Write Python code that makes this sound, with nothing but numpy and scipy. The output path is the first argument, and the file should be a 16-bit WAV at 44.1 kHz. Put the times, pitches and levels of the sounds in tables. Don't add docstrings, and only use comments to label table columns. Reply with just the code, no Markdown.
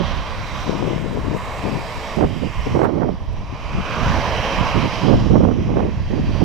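import sys
import numpy as np
from scipy import signal
from scipy.fft import rfft, irfft
from scipy.io import wavfile
from scipy.ndimage import uniform_filter1d, map_coordinates

SR = 44100
rng = np.random.default_rng(int(sys.argv[2]) if len(sys.argv) > 2 else 0)


def output_pcm(signal):
    pcm = np.clip(np.atleast_2d(signal).T, -1, 1) * 32767
    wavfile.write(sys.argv[1], SR, np.round(pcm).astype(np.int16))


N = 284004
TIME = np.arange(N) / SR
BINS = np.fft.rfftfreq(N, 1 / SR)

# pitch_hz, relative_level_db (per Hz)
ROAR_COLOUR = [(20, -7), (150, -5.5), (380, -11), (500, -5), (620, -2), (790, -6), (1000, -2), (1150, -5),
               (1350, -16.5), (2000, -28), (4000, -55), (16000, -99.5)]
# pitch_hz, relative_level_db (per Hz)
HISS_COLOUR = [(20, -50), (900, -8), (1500, -2), (2500, 1.5), (3200, -4), (3500, -7), (4400, -13.5),
               (5300, -12.5), (6200, -18), (7000, -22), (8200, -30), (9500, -34.5), (14000, -35.5)]
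# centre_hz, width_hz, boost_db
HISS_HUMPS = [(3965, 270, 5), (4776, 245, 6), (5700, 210, 4)]
# pitch_hz (at IN_TUNE_S), level_db (before the hiss level is applied)
WHINE_TONES = [(2783, -28), (2993, -13), (3149, -14.5), (3203, -12.8), (3356, -21.5), (3755, -31),
               (4782, -27), (5337, -33), (5361, -24.5), (5548, -25.5), (5572, -18.3), (5758, -37),
               (5781, -21.5), (5975, -22.5), (6190, -27.5), (6410, -36), (6616, -36)]
# pitch_hz (at IN_TUNE_S), level_db (before the roar level is applied)
FAN_TONES = [(442, -16.5), (980, -16)]
# pitch_hz, likeness (0 to 1)
PORT_LIKENESS = [(60, 0.7), (600, 1), (1300, 0.96), (2800, 0.6), (6200, 0.75), (14000, 0.99)]
# pitch_hz, left_minus_right_db
PORT_BALANCE = [(60, -1.5), (670, -3.5), (1220, -4.5), (2230, -7.5), (4060, -5.5), (6500, -7), (10000, 1),
                (14000, -1)]
# time_s, roar_db, hiss_db (before HISS_GAIN_DB)
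ENGINE_LEVELS = [(0.0, -30.5, -42.5), (.08, -33.5, -41), (.24, -35, -44.5), (.59, -32.5, -40),
                 (1.11, -39.5, -48.5), (1.5, -36, -43.3), (2.13, -34.5, -41.3), (2.24, -42, -47.5),
                 (2.72, -39, -43), (2.89, -43.5, -53), (3.26, -46.5, -54), (3.55, -40, -49),
                 (3.8, -34, -42), (4.06, -28, -34.5), (4.2, -27.5, -35.5), (4.55, -28.5, -34.5),
                 (5.03, -28, -37.5), (5.17, -35, -40.5), (5.33, -37, -44.5), (5.5, -43, -49.7),
                 (6.1, -43.5, -47.5), (6.44, -37, -43.5)]
# time_s, centre_hz, boost_db
BRIGHT_SWEEP = [(0, 1600, 3), (.6, 1480, 4.5), (1.1, 1600, 2.5), (1.5, 1848, 1.5), (2.1, 2306, 1),
                (2.65, 2618, 1), (3.1, 2700, -2.5), (3.7, 1348, 2), (4.15, 1479, 6.5), (4.5, 1746, 1),
                (4.85, 2150, 3), (5.2, 2299, -2.5)]
# start_s, hold_s, pressure_db, eddy_rate_hz (at full strength), port
GUSTS = [(0.0, .012, -14, 395.4, "right"), (0.03, .17, -19.5, 120.2, "right"),
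         (0.193, 0.014, -24.5, 150, "left"), (0.299, 0.018, -24, 89.6, "right"),
         (0.534, 0.058, -25, 150, "right"), (0.681, .1, -20.5, 447.5, "left"),
         (.81, .11, -18, 400.5, "left"), (0.951, 0.25, -20.5, 349.8, "left"),
         (1.252, 0.035, -18, 280.6, "left"), (1.32, 0.038, -20, 351, "left"),
         (1.574, .02, -25, 199.7, "left"), (1.648, 0.048, -19.5, 451.3, "left"),
         (1.729, 0.046, -19, 351.3, "left"), (1.957, 0.026, -25, 110, "left"),
         (2.171, 0.011, -16.5, 201.2, "right"), (2.189, 0.058, -11, 510, "right"),
         (2.229, 0.016, -15.5, 139.4, "left"), (2.291, 0.086, -20.5, 231, "right"),
         (2.429, 0.034, -16, 348.5, "right"), (2.579, 0.023, -16, 90.2, "right"),
         (2.587, 0.048, -23.5, 80.3, "left"), (2.668, 0.011, -20.5, 389.5, "left"),
         (2.679, 0.052, -21, 221.5, "right"), (2.718, 0.14, -24, 229.7, "left"),
         (2.755, .016, -9.5, 462, "right"), (2.795, 0.0178, -14, 579.5, "right"),
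         (2.829, .032, -13, 759.6, "right"), (2.885, 0.0494, -19, 410.2, "right"),
         (2.954, 0.14, -16, 420.9, "right"), (3.02, .018, -17.5, 780, "right"),
         (3.108, 0.03, -23.5, 180.5, "right"), (3.293, 0.092, -21.5, 90.2, "right"),
         (3.401, .03, -27, 238.3, "left"), (3.507, 0.033, -27.5, 258, "left"),
         (3.599, 0.059, -25.5, 75.24, "right"), (3.751, 0.056, -19, 170, "left"),
         (3.747, 0.031, -21.5, 160.1, "right"), (3.897, 0.022, -26.5, 231, "left"),
         (4.021, .16, -16.5, 169.2, "right"), (4.073, 0.051, -18.5, 115.1, "left"),
         (4.287, 0.016, -23.5, 119.3, "left"), (4.299, 0.097, -24, 110, "right"),
         (4.584, 0.034, -15.5, 189.1, "right"), (4.698, .015, -25.5, 170, "left"),
         (4.76, 0.023, -10, 249.9, "right"), (4.837, 0.0152, -13, 331.5, "right"),
         (4.839, 0.029, -23.5, 150, "left"), (5.041, 0.039, -12.5, 440.7, "right"),
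         (5.093, 0.046, -6, 450.5, "right"), (5.164, 0.058, -15.5, 160.2, "left"),
         (5.227, 0.041, -14, 249.1, "right"), (5.306, 0.022, -7.5, 260.7, "right"),
         (5.345, 0.012, -6.5, 420, "right"), (5.33, .11, -18, 219.6, "left"),
         (5.365, .11, -11, 270, "right"), (5.414, 0.042, -12.5, 560.6, "right"),
         (5.487, 0.029, -14, 480.3, "right"), (5.54, 0.051, -17.5, 280.2, "right"),
         (5.559, .3, -21.5, 159.2, "left"), (5.698, 0.19, -17, 390.6, "right"),
         (5.766, 0.027, -16, 717, "right"), (5.93, .16, -21.5, 125.3, "right"),
         (5.969, .15, -24.5, 85.2, "left"), (6.116, 0.071, -16.5, 385.8, "right"),
         (6.191, .012, -18, 289.8, "left"), (6.273, .012, -16, 130, "left"),
         (6.221, .17, -16, 175.2, "right"), (6.418, 0.03, -10.5, 286, "right")]
# time_s, left_db, right_db
BREEZE_LEVELS = [(0, -33, -29), (.6, -36, -34), (1.2, -31, -33), (1.85, -40, -43), (2.1, -40, -42),
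                 (2.4, -44, -30), (3.1, -32, -31), (3.6, -34, -35), (4.4, -34, -27), (4.9, -36, -23),
                 (5.35, -31, -20), (5.95, -29, -24.5), (6.44, -33, -22.5)]
# time_s, push_db, pull_db, length_s, port
THUMPS = [(.6957, -3.5, -2, 0.00058, "left"), (0.8268, -6, -18, 0.00034, "left"),
          (0.8306, -28, -5.5, 0.00057, "left"), (.9336, -5.5, -10, 0.00044, "left"),
          (.982, -14, -18, .0004, "left"), (1.1738, -24, -5, 0.00042, "left"),
          (1.285, -7, -19, 0.00067, "left"), (1.3488, -14, -8, 0.00058, "left"),
          (1.6532, -11, -8, 0.00077, "left"), (1.9774, -27, -19, 0.0031, "left"),
          (2.793, -7, -4, .00026, "right"), (2.847, -11, -10, .0002, "right"),
          (2.855, -10, -10, 0.00019, "right"), (2.869, -15, -16, 0.0002, "right"),
          (2.904, -13, -13, 0.00029, "right"), (3.033, -14, -11, .00018, "right"),
          (5.1512, 3, -16, .0019, "left"), (5.183, -8, -6, 0.00099, "left"),
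          (5.2127, -11, -7, .0019, "left"), (5.356, -9, -5, 0.00034, "right"),
          (5.368, -8, -7, 0.00026, "right"), (5.414, -11, -9, 0.00029, "right"),
          (5.452, -7, -4, .00027, "right"), (5.488, -15, -14, 0.00023, "right"),
          (5.514, -11.5, -13, .00022, "right"), (5.695, -17, -14, 0.00028, "right"),
          (5.741, -14, -12, 0.00035, "right"), (5.77, -11, -6, 0.00023, "right"),
          (5.794, -11, -8, .00024, "right")]
# pitch_hz, relative_level_db (per Hz)
ZOOM_COLOUR = [(20, -38), (1000, -14), (1400, -14), (1750, 5), (2200, 2), (2650, -30), (3000, -20.5),
               (3750, -6), (4500, -30), (6500, -12), (8000, -10.5), (9500, -22), (11500, -20), (14000, -23)]
# start_s, length_s, level_db
ZOOM_RUNS = [(0, .42, -55), (0.421, 0.92, -50.5), (1.327, 0.84, -45.5), (2.159, 0.68, -51)]
# time_s, centre_hz
ZOOM_MESH = [(1.3, 2074), (1.55, 2195), (1.95, 2290), (2.2, 2145)]
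# time_s, level_db (of the noise burst, before it is halved)
ZOOM_TICKS = [(.640, -36), (2.843, -37), (3.332, -46)]

HISS_GAIN_DB = 1.51
SWEEP_WIDTH_HZ = 280
SAG_PER_S = 0.00062
IN_TUNE_S = 4.4
TONE_FADE_HZ = 8

GUST_RISE_S, GUST_FALL_S = 0.012, 0.028
RISE_PER_HOLD = 0.1
GUST_SLOWING = 0.4
BREEZE_HZ, BREEZE_USUAL_DB = 150, -26
BREEZE_SWELL_DB = 2.5
SURGE = 0.12

ZOOM_RAMP_S = 0.055
MESH_DB, MESH_WIDTH_HZ = -2, 73
ZOOM_FLUTTER_DB = 1.0

CEILING = 0.92
EDGE_HZ = 14200


def engines():
    alike, balance_db = read(PORT_LIKENESS, BINS), read(PORT_BALANCE, BINS)
    humps_db = sum(db * np.exp(-((BINS - hz) / width) ** 2) for hz, width, db in HISS_HUMPS)
    roar = gain_of(3.0) * noise_pair(read(ROAR_COLOUR, BINS), alike, balance_db)
    roar += tones(FAN_TONES, waver=0.0045, fade_db=4.0)
    hiss = gain_of(3.5) * noise_pair(read(HISS_COLOUR, BINS) + humps_db, alike, balance_db)
    hiss += tones(WHINE_TONES, waver=0.0004, fade_db=3.0)
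    roar_db, hiss_db = curves(ENGINE_LEVELS)
    roar_gain = gain_of(roar_db + 0.31 * drift(32))
    hiss_gain = gain_of(HISS_GAIN_DB + hiss_db + 0.5 * drift(13))
    return scintillation(roar * roar_gain + hiss * hiss_gain)


def tones(rows, waver, fade_db):
    speed = 1 - SAG_PER_S * (TIME - IN_TUNE_S) + waver * drift(6.2)
    shaft = np.cumsum(speed) / SR
    out = np.zeros((2, N))
    for hz, db in rows:
        wave = np.sin(2 * np.pi * hz * shaft + 0.35 * drift(14.0))
        tone = evened(wave * gain_of(fade_db * drift(TONE_FADE_HZ)))
        side = gain_of(np.array([[0.5], [-0.5]]) * read(PORT_BALANCE, hz))
        out += gain_of(db) * tone * side / side.mean()
    return out


def scintillation(x, patchy_db=1.6, size=1024):
    hz, t, spectrum = signal.stft(x, SR, nperseg=size)
    field = rng.standard_normal(spectrum.shape[1:])
    for _ in range(2):
        field = uniform_filter1d(field, size=11, axis=0)
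        field = uniform_filter1d(field, size=22, axis=1)
    centre_hz, boost_db = [np.interp(t, TIME, curve) for curve in curves(BRIGHT_SWEEP)]
    sweep_db = boost_db * np.exp(-((hz[:, None] - centre_hz) / SWEEP_WIDTH_HZ) ** 2)
    shaped = spectrum * gain_of(patchy_db * evened(field) + sweep_db)
    return signal.istft(shaped, nperseg=size)[1][:, :N]


def wind(rumble_db=-33, rumble_hz=70, flutter_db=2.5):
    left = buffet("left", lumpy_db=2.5, steep=3.87) + thumps("left")
    right = buffet("right", lumpy_db=2.0, steep=3.45) + thumps("right")
    deep = BINS / np.hypot(BINS, 22) / (1 + (BINS / rumble_hz) ** 2) ** 0.75
    rumble = irfft(rfft(rng.standard_normal((2, N))) * deep, N)
    flutter = gain_of(flutter_db * np.array([drift(11), drift(9)]))
    return np.array([left, right]) + gain_of(rumble_db) * evened(rumble * flutter)


def buffet(port, lumpy_db, steep, largest=0.66, surge_loudness=0.62):
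    strength, hz = airflow(port)
    spurt = np.exp(SURGE * drift(70.6) - SURGE ** 2)
    place = np.cumsum(hz * spurt) / SR
    pattern_hz = 800
    scale = 1j * BINS / pattern_hz
    eddy_shape = scale / (scale + largest) / (1 + scale) ** steep
    pattern = irfft(rfft(rng.standard_normal(N)) * eddy_shape, N)
    pattern /= np.sqrt(uniform_filter1d(pattern ** 2, size=500, mode="wrap"))
    pattern = evened(pattern * gain_of(lumpy_db * drift(250)))
    passing = map_coordinates(pattern, [place * SR / pattern_hz], order=3, mode="wrap")
    return strength * spurt ** surge_loudness * passing


def airflow(port):
    left_db, right_db = curves(BREEZE_LEVELS)
    breeze_db = left_db if port == "left" else right_db
    power = gain_of(breeze_db + BREEZE_SWELL_DB * drift(7.97)) ** 2
    breeze_hz = BREEZE_HZ * (np.sqrt(power) / gain_of(BREEZE_USUAL_DB)) ** GUST_SLOWING
    weighted_hz = power * breeze_hz
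    for start, hold, db, hz, side in GUSTS:
        if side == port:
            rise = np.minimum(TIME - start, 0) / (GUST_RISE_S + RISE_PER_HOLD * hold)
            fall = np.maximum(TIME - start - hold, 0) / GUST_FALL_S
            shape = np.exp(-rise ** 2 - fall)
            gust = (gain_of(db) * shape) ** 2
            power = power + gust
            weighted_hz = weighted_hz + gust * hz * shape ** GUST_SLOWING
    return np.sqrt(power), weighted_hz / power


def thumps(port):
    out = np.zeros(N)
    for s, push_db, pull_db, length, side in THUMPS:
        if side == port:
            u = (TIME - s) / length
            out += gain_of(push_db) * np.exp(-(u + 1) ** 2)
            out -= gain_of(pull_db) * np.exp(-(u - 1) ** 2)
    return out


def zoom(tick_decay=0.0021):
    drive = np.zeros(N)
    for start, length, db in ZOOM_RUNS:
        end = start + length
        corners = [start, start + ZOOM_RAMP_S, end, end + ZOOM_RAMP_S]
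        drive += gain_of(db) * np.interp(TIME, corners, [0, 1, 1, 0])
    turn = 2 * np.pi * np.cumsum(curves(ZOOM_MESH)[0]) / SR
    mesh = drift(MESH_WIDTH_HZ) * np.cos(turn) + drift(MESH_WIDTH_HZ) * np.sin(turn)
    whirr = noise_pair(read(ZOOM_COLOUR, BINS), 0.82, 0) + gain_of(MESH_DB) * mesh
    whirr = whirr * drive * gain_of(ZOOM_FLUTTER_DB * drift(25))
    ticks, t = np.zeros(N), TIME[:SR // 50]
    for s, db in ZOOM_TICKS:
        burst = rng.standard_normal(len(t)) * np.exp(-t / tick_decay) / 2
        add(ticks, s, gain_of(db) * burst)
    return whirr + ticks


def noise_pair(colour_db, alike, balance_db):
    a, b = rfft(rng.standard_normal((2, N)))
    alike = np.clip(alike, 0, 1)
    left = a * gain_of(balance_db / 2)
    right = (alike * a + np.sqrt(1 - alike ** 2) * b) * gain_of(-balance_db / 2)
    pair = irfft(np.array([left, right]) * gain_of(colour_db), N)
    return pair / np.sqrt(np.mean(pair.mean(0) ** 2))


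def drift(hz):
    return evened(irfft(rfft(rng.standard_normal(N)) / (1 + (BINS / hz) ** 4), N))


def evened(x):
    return x / np.sqrt(np.mean(x ** 2) + 1e-20)


def gain_of(db):
    return 10 ** (np.asarray(db) / 20)


def curves(rows):
    s, *columns = np.transpose(rows)
    return [np.interp(TIME, s, column) for column in columns]


def read(points, hz):
    f, value = np.transpose(points)
    return np.interp(np.log(hz + 1), np.log(f + 1), value)


def add(mix, s, sound):
    part = mix[max(round(s * SR), 0):][:len(sound)]
    part += sound[:len(part)]


def scene(microphone_db=-73):
    microphone_hiss = gain_of(microphone_db) * rng.standard_normal((2, N))
    return engines() + wind() + zoom() + microphone_hiss


def record(dry):
    rounded = dry / (1 + (dry / CEILING) ** 4) ** (1 / 4)
    lowpass = signal.firwin(511, EDGE_HZ, window=("kaiser", 9), fs=SR)
    return signal.oaconvolve(rounded, lowpass[None], "same")


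dry = scene()
out = record(dry)
output_pcm(out)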